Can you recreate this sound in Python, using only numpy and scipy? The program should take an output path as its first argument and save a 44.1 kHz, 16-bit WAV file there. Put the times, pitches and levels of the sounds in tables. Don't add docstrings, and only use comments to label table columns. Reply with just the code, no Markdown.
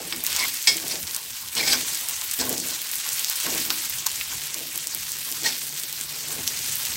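import sys
import numpy as np
from scipy import signal
from scipy.io import wavfile

SR = 44100
rng = np.random.default_rng(int(sys.argv[2]) if len(sys.argv) > 2 else 0)


def pcm_store(signal):
    levels = np.round(np.clip(np.atleast_2d(signal), -1, 1) * 32767)
    wavfile.write(sys.argv[1], SR, levels.astype(np.int16).T)


N = 306936


def from_db(db):
    return 10 ** (np.asarray(db) / 20)


def rms_one(x):
    return x / np.sqrt(np.mean(x ** 2) + 1e-20)


def in_time(rows):
    s, *columns = np.transpose(rows)
    return [np.interp(np.arange(N) / SR, s, column) for column in columns]


def at_hz(points, hz):
    table = np.array(points)
    return np.interp(np.log(hz), np.log(table[:, 0]), table[:, 1])


def no_bass(x, cutoff_hz):
    return signal.sosfilt(signal.butter(2, cutoff_hz, "high", fs=SR, output="sos"), x)


def drift(corner_hz):
    step, settle = 20, 2000
    r = np.exp(-2 * np.pi * corner_hz * step / SR)
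    noise = rng.standard_normal(N // step + settle + 2)
    slow = signal.lfilter([1], [1, -2 * r, r * r], noise)[settle:]
    return np.interp(np.arange(N) / step, np.arange(len(slow)), rms_one(slow))


def ring(clicks, hz, t60_s):
    r = from_db(-60 / (t60_s * SR))
    w = 2 * np.pi * hz / SR
    return signal.lfilter([0, np.sin(w)], [1, -2 * r * np.cos(w), r * r], clicks + 1e-18)


def resonances(x, peaks):
    out = 0
    for k, (hz, width_hz, db) in enumerate(peaks):
        out = out + (-1) ** k * from_db(db) * signal.lfilter(*signal.iirpeak(hz, hz / width_hz, SR), x)
    return out


def grains(per_s, spread_db, most=6.5):
    sizes = from_db(spread_db * np.minimum(rng.exponential(1, N), most))
    signed = sizes * rng.choice([-1, 1], N)
    return rms_one(signed * (rng.random(N) < per_s / SR))


def coloured(sources, spectrum, patchy_db, tilt_db=0):
    out, power = 0, 0
    edges_hz = 22 * 2 ** np.arange(0, 10, .5)
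    for k, (low, high) in enumerate(zip(edges_hz, np.minimum(edges_hz[1:], 19000))):
        hz = np.sqrt(low * high)
        level_db = at_hz(spectrum, hz)
        if level_db > -40:
            band_pass = signal.butter(2, [low, high], "band", fs=SR, output="sos")
            band = signal.sosfilt(band_pass, sources[k % 2])
            flicker_db = patchy_db * drift(16.5)
            out = out + band * from_db(level_db + flicker_db + tilt_db * np.log2(hz / 6000))
            power += from_db(2 * level_db) * np.mean(band ** 2)
    return out / np.sqrt(power)


def swells(rows, fade_db_per_s):
    t, power = np.arange(N) / SR, np.zeros(N)
    for start_s, rise_s, hold_s, db in rows:
        i = slice(max(round(start_s * SR), 0), round((start_s + .75) * SR))
        since_s = t[i] - start_s
        rise = np.clip(since_s / max(rise_s, 1e-3), 0, 1)
        fading_s = np.maximum(since_s - rise_s - hold_s, 0)
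        power[i] += (rise * from_db(db - fade_db_per_s * fading_s)) ** 2
    return np.sqrt(power)


# (pitch_hz, level_db_per_hz)
ROAR_SPECTRUM = [(15, -39), (25, -4), (91, 14.5), (166, -2), (209, 4.5), (254, -35), (400, -30), (520, -37),
                 (880, -120)]
# (time_s, level_db)
FLAME_LEVEL = [(0, -57.5), (1.2, -60), (2.2, -57), (3.2, -61), (4.2, -58.5), (4.9, -55.5), (5.9, -61.5),
               (6.4, -51), (6.96, -52)]
# (time_s, level_db)
HUM_LEVEL = [(0, -67.5), (3.4, -63), (3.9, -60.5), (6.96, -52)]
HUM_HZ, HUM_WIDTH_HZ = 146, 7
FLAME_WAVER_DB, FLAME_WAVER_HZ = 4.5, 9.0
ROCK_DB = -14.5


def burner():
    roar = coloured(rng.standard_normal((2, N)), ROAR_SPECTRUM, patchy_db=.8)
    hum = rms_one(resonances(rng.standard_normal(N), [(HUM_HZ, HUM_WIDTH_HZ, 0)]))
    flame = from_db(in_time(FLAME_LEVEL)[0] + FLAME_WAVER_DB * drift(FLAME_WAVER_HZ))
    rocking = from_db(ROCK_DB) * swells(SHOVES, SHOVE_FADE_DB_PER_S)
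    return np.hypot(flame, rocking) * roar + from_db(in_time(HUM_LEVEL)[0]) * hum


# (start_s, rise_s, hold_s, rumble_db)
SHOVES = [(0, 0.0029, 0.035, -40), (.11, .02, .01, -43.5), (.38, 0.029, 0.031, -46.5),
          (.668, 0.0085, 0.055, -40), (.86, 0.075, .03, -42.5), (1.545, 0.043, .16, -37.5),
          (2.385, 0.022, 0.12, -33.5), (3.435, 0.033, 0.089, -35), (3.65, 0.017, .01, -42),
          (4.54, 0.023, .06, -47), (5.4, 0.033, 0.033, -42), (6.245, 0.032, 0.11, -43.5)]
# (peak_s, level_db)
JOLTS = [(.13, -41), (.41, -44), (.445, -35), (.68, -35), (1.57, -34), (1.734, -30.5), (2.42, -31),
         (2.47, -35), (3.06, -38), (3.21, -42), (3.469, -31.5), (3.55, -38), (3.703, -31), (4.064, -31.5),
         (4.55, -46), (5.46, -48), (6.33, -47)]
# (time_s, level_db)
REST_LEVEL = [(0.0, -44), (0.66, -63), (0.87, -45), (1.36, -64), (1.8, -51), (2.32, -62), (2.62, -43.5),
              (2.81, -59), (6.96, -52)]
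# (pitch_hz, width_hz, gain_db)
LOW_MODES = [(144.8, 13.4, -3), (180, 8.6, 2), (253.3, 10.6, 6), (329.7, 16.6, 4), (404.5, 43, -0.5),
             (456, 56, 1), (666, 274, -5.5)]
# (pitch_hz, width_hz, gain_db)
UPPER_MODES = [(866, 224, 8.5), (1065, 122, 13.5), (1520, 450, 9)]
NARROW_MODES = 4
SHOVE_FADE_DB_PER_S, BROAD_FADE_DB_PER_S = 81, 169
JOLT_RISE_S, JOLT_FADE_DB_PER_S, UPPER_REST_DB = 0.005, 502, -57


def bowl():
    rest = from_db(in_time(REST_LEVEL)[0] + 2.4 * drift(18.0))
    jolts = [(peak_s - JOLT_RISE_S, JOLT_RISE_S, 0, db) for peak_s, db in JOLTS]
    upper_rest = from_db(UPPER_REST_DB + 5.6 * drift(8.4))
    jolted = np.hypot(swells(jolts, JOLT_FADE_DB_PER_S), upper_rest)
    shakes = grains(1500, spread_db=1.5) + 1.2 * rng.standard_normal(N)
    narrow = resonances(shakes, LOW_MODES[:NARROW_MODES])
    broad = resonances(shakes, LOW_MODES[NARROW_MODES:])
    lumps = from_db(1.96 * drift(30.0)) / np.std(narrow + broad)
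    low = np.hypot(swells(SHOVES, SHOVE_FADE_DB_PER_S), rest) * narrow
    low = low + np.hypot(swells(SHOVES, BROAD_FADE_DB_PER_S), rest) * broad
    upper = rms_one(resonances(resonances(shakes, UPPER_MODES), UPPER_MODES))
    return lumps * low + jolted * upper


# (middle_s, half_length_s, pitch_hz, level_db, unsteadiness_hz)
SQUEALS = [(0.402, 0.041, 2210, -28, 152), (0.406, 0.058, 1030, -35.5, 80), (0.439, 0.024, 2150, -21, 119),
           (0.92, 0.02, 4790, -29, 500), (1.575, 0.017, 2890, -26, 120), (1.592, 0.046, 4120, -28, 120),
           (1.608, 0.0196, 2225, -26, 200), (1.638, 0.025, 2170, -25.5, 100), (1.674, .025, 2276, -31, 150),
           (1.685, 0.034, 5030, -40, 150), (1.73, 0.018, 4500, -16.5, 500), (1.739, 0.032, 1554, -32, 80),
           (1.746, 0.027, 6000, -25, 200), (4.213, 0.018, 2500, -32.5, 390),
           (5.462, 0.043, 4260, -27.5, 200), (5.464, 0.023, 1880, -24.5, 25), (5.471, 0.054, 890, -39, 60),
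           (5.478, 0.044, 6100, -26.5, 400), (6.483, 0.02, 6000, -22.5, 300)]


def squeals():
    out, shiver, flutter = np.zeros(N), drift(400), from_db(3.0 * drift(150))
    for middle_s, half_s, hz, db, unsteady_hz in SQUEALS:
        span = slice(round((middle_s - half_s) * SR), round((middle_s + half_s) * SR))
        phase = 2 * np.pi * np.cumsum(hz + unsteady_hz * shiver[span]) / SR
        out[span] += from_db(db) * np.hanning(len(phase)) * flutter[span] * np.sin(phase)
    return out


# (start_s, rise_s, hold_s, scrape_db)
STROKES = [(.29, .02, 0.054, -34.5), (.385, .008, 0.025, -28.5), (.89, .024, .004, -29),
           (1.564, .005, .03, -24), (1.61, 0.081, 0.017, -22), (1.69, 0.036, .004, -23),
           (2.382, 0.017, 0.0082, -24), (3.43, .03, 0.017, -37), (5.432, .02, .04, -25)]
# (pitch_hz, level_db_per_hz)
SCRAPE_SPECTRUM = [(350, -41.5), (600, -40), (906, -9), (1290, -20.5), (1850, -7), (3630, -8.5), (4160, 0),
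                   (16000, -16)]
STROKE_FADE_DB_PER_S = 240


def strokes():
    scrape = swells(STROKES, STROKE_FADE_DB_PER_S)
    catches = [grains(4000 * from_db(4.4 * drift(60)), spread_db=3.0) for _ in range(2)]
    rasp = coloured(catches, SCRAPE_SPECTRUM, patchy_db=1.5)
    damped = 0
    for k, (hz, db, t60_s) in enumerate(BLADE_MODES):
        wander_db = 3.0 * drift(30)
        damped = damped + ring(from_db(.5 * db + wander_db) * catches[k % 2], hz, .3 * t60_s)
    return scrape * (rasp + from_db(-5) * rms_one(damped))


# (start_s, blow_db, clatter_decay_s)
KNOCKS = [(.1237, -19, 0.008), (.672, -1.5, 0.028), (.699, -31, 0.0094), (1.568, -30, 0.012),
          (1.6781, -11.5, 0.006), (1.73, -14, .012)]
# (pitch_hz, level_db, t60_s)
BLADE_MODES = [(851, -17, .12), (1040, -20, .08), (1570, -19, .15), (1826, -9, .18), (2190, -6, .16),
               (2245, -7, .18), (2340, -3, .11), (2630, -13, .1), (3255, -11, .16), (3316, -9, .25),
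               (3715, -10, .13), (4050, -10, .11), (4305, -6, .1), (4600, -11, .16), (4660, -8, .13),
               (5005, -7, .2), (5030, 0, .12), (5180, -3, .09), (5325, -2, .11), (5650, -3, .09),
               (6540, -11, .08), (7460, -12, .08), (7910, -5, .09), (8190, -10, .08)]


def knocks():
    t = np.arange(N) / SR
    blows, chatter = np.zeros(N), np.zeros(N)
    for start_s, db, decay_s in KNOCKS:
        blows[round(start_s * SR)] = from_db(db)
        chatter += (t >= start_s) * from_db(db) * np.exp(-np.maximum(t - start_s, 0) / decay_s)
    touches = from_db(-12) * blows + from_db(-45) * chatter * grains(4000, spread_db=3.0)
    rung = 0
    for k, (hz, db, t60_s) in enumerate(BLADE_MODES):
        rung = rung + (-1) ** k * ring(from_db(db) * touches, hz, t60_s)
    noise = coloured(rng.standard_normal((2, N)), SCRAPE_SPECTRUM, patchy_db=1.0)
    clatter = from_db(-13) * chatter * noise
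    return no_bass(rung + clatter, 1000)


SMALL_SPITS = 95
SMALL_SPIT_MAX_DB, SMALL_SPIT_RANGE_DB = -11, 9
SMALL_SPIT_MIN_HZ, SMALL_SPIT_RANGE_OCTAVES = 5000, 1.5


def small_spits():
    when, size, pitch = rng.random((SMALL_SPITS, 3)).T
    start_s = .01 + when * (N / SR - .02)
    peak_db = SMALL_SPIT_MAX_DB - SMALL_SPIT_RANGE_DB * size
    pitch_hz = SMALL_SPIT_MIN_HZ * 2 ** (SMALL_SPIT_RANGE_OCTAVES * pitch)
    return list(zip(start_s, peak_db, pitch_hz))


# (start_s, peak_db, pitch_hz)
LOUD_SPITS = [(0.1255, -5, 3870), (0.1627, -8, 12600), (0.2388, 3, 12500), (0.2658, 8, 6700),
              (0.3291, -6, 5300), (0.3639, 2.5, 7700), (0.3693, -7, 6740), (0.4826, 0, 9800),
              (0.5418, -4.5, 11600), (0.6196, -9, 7950), (0.6267, -4, 11700), (0.6695, -12, 8100),
              (0.7689, -1.5, 8600), (0.8817, -3, 9760), (0.9564, -7, 5240), (1.0298, -8, 6100),
              (1.1107, -9.5, 4780), (1.1472, -2, 9500), (1.1639, 1, 9000), (1.5524, -3, 8700),
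              (1.6604, -11, 6900), (1.7322, 6.5, 4700), (1.885, -9, 9300), (1.9477, -1, 7800),
              (1.974, -2, 10900), (2.0868, 1.5, 9200), (2.095, 8.5, 13000), (2.2139, -4, 7600),
              (2.3129, 0, 9800), (2.3388, 3, 9300), (2.3905, 1, 12000), (2.4527, -3, 10100),
              (2.4941, 3.5, 13000), (2.5282, 0, 10000), (2.5798, -3, 7760), (2.601, -8, 8100),
              (2.6722, -6, 11500), (2.6856, -2, 8500), (2.817, -6, 11300), (2.9151, -4, 12000),
              (2.9563, -2, 10200), (2.9644, -7, 11300), (3.0901, -5, 7100), (3.1308, -1, 10900),
              (3.1946, -1, 11600), (3.2457, 1, 6800), (3.2985, 4.5, 13000), (3.3155, -7, 4550),
              (3.3265, -9, 10500), (3.3575, -2, 7450), (3.3617, -3, 8400), (3.4021, 0, 6530),
              (3.5498, -3, 10000), (3.5807, -3, 10600), (3.6011, -5, 10900), (3.652, 0, 7100),
              (3.7041, 9, 5160), (3.897, 1.5, 12000), (4.0638, 3.5, 6400), (4.0669, 6, 5860),
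              (4.1165, -7, 7900), (4.2119, -9, 2900), (4.5437, -1.5, 5900), (4.7585, -4, 10000),
              (4.7775, 1, 13000), (4.8711, 3, 8700), (4.9482, 0.5, 12500), (5.119, -3, 8500),
              (5.1871, -9, 9900), (5.3166, -3, 10400), (5.3244, -1.5, 5900), (5.4339, -2, 6000),
              (5.5665, -12, 7500), (5.7413, -12, 9000), (5.7985, -6, 7700), (5.835, -9, 8100),
              (5.9276, -4, 8000), (6.0116, -1, 7300), (6.4768, 0, 5860), (6.5909, -8, 7240),
              (6.7564, -2, 12100), (6.785, -1, 12500), (6.8527, -1, 7600), (6.8611, -7, 7650)]


def spits():
    out, t = np.zeros(N + 2000), np.arange(400) / SR
    drops = small_spits() + list(LOUD_SPITS)
    sprays = rng.standard_normal((len(drops), len(t)))
    for (start_s, db, hz), spray in zip(drops, sprays):
        cavity = ring(t == 0, hz, 4.8 / hz)
        snap = from_db(-3.5) * np.diff(spray, prepend=0) * np.exp(-t / .0001)
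        wisp = from_db(-23.5) * ring(spray * np.exp(-t / 0.004), hz, 2.0 / hz)
        pop = no_bass(cavity + snap + wisp, 0.5 * hz)
        out[round(start_s * SR) - 3:][:len(t)] += from_db(db) * pop / np.abs(pop).max()
    return out[:N]


def crackle():
    bursts = grains(1100 * from_db(5 * drift(25)), spread_db=3.0, most=4.67)
    pitches_hz, dealt = np.geomspace(2500, 15000, 14), rng.integers(0, 14, N)
    rings = 0
    for k, hz in enumerate(pitches_hz):
        rings = rings + (hz / 6000) ** 0.59 * ring(bursts * (dealt == k), hz, 2.0 / hz)
    return rms_one(no_bass(rings, 1840))


# (time_s, sizzle_db, tilt_db_per_octave about 6 kHz)
FRY = [(0.0, -37, -2.5), (0.19, -34.5, 1), (0.39, -27.5, -2), (0.54, -32, 1.5), (1.2, -36, 1.5),
       (1.47, -36.5, 1.5), (1.78, -30, 0), (2.36, -33, 0.5), (2.58, -32.5, 2), (2.96, -32, 1),
       (3.47, -29.5, 0), (4.57, -34.5, 0.5), (5.54, -34, 3), (5.87, -35.5, 0), (6.75, -31, 0.5),
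       (6.96, -31, -1)]
# (pitch_hz, level_db_per_hz)
HISS_SPECTRUM = [(290, -78), (500, -10), (1080, 0.5), (1260, -3.5), (2130, 5), (7000, 9), (8090, 0),
                 (9220, 7), (15100, 3.5), (16000, -10)]


def sizzle():
    level_db, tilt_db = in_time(FRY)
    unsteady_db = .7 * drift(40)
    hiss = coloured(rng.standard_normal((2, N)), HISS_SPECTRUM, patchy_db=2.52, tilt_db=tilt_db)
    return from_db(level_db) * (from_db(unsteady_db + 0.5) * hiss + from_db(-0.5) * crackle())


# (delay_s, level_db)
FRYING_COPIES = [(.0032, -21.5), (.008, -15.5)]


def scene():
    frying = sizzle() + spits()
    copies = sum(from_db(db) * np.roll(frying, round(delay_s * SR)) for delay_s, db in FRYING_COPIES)
    mono = burner() + bowl() + squeals() + strokes() + knocks() + frying + copies
    return np.array([mono, mono])


# (pitch_hz, width_hz, gain_db)
PORT = [(8180, 440, -3.5), (9200, 3300, -8)]
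CUTOFF_HZ = 15900


def record(dry):
    heard = no_bass(dry + resonances(dry, PORT), 27)
    top_cut = signal.ellip(10, .5, 70, CUTOFF_HZ, fs=SR, output="sos")
    return signal.sosfilt(top_cut, np.tanh(heard))


dry = scene()
out = record(dry)
pcm_store(out)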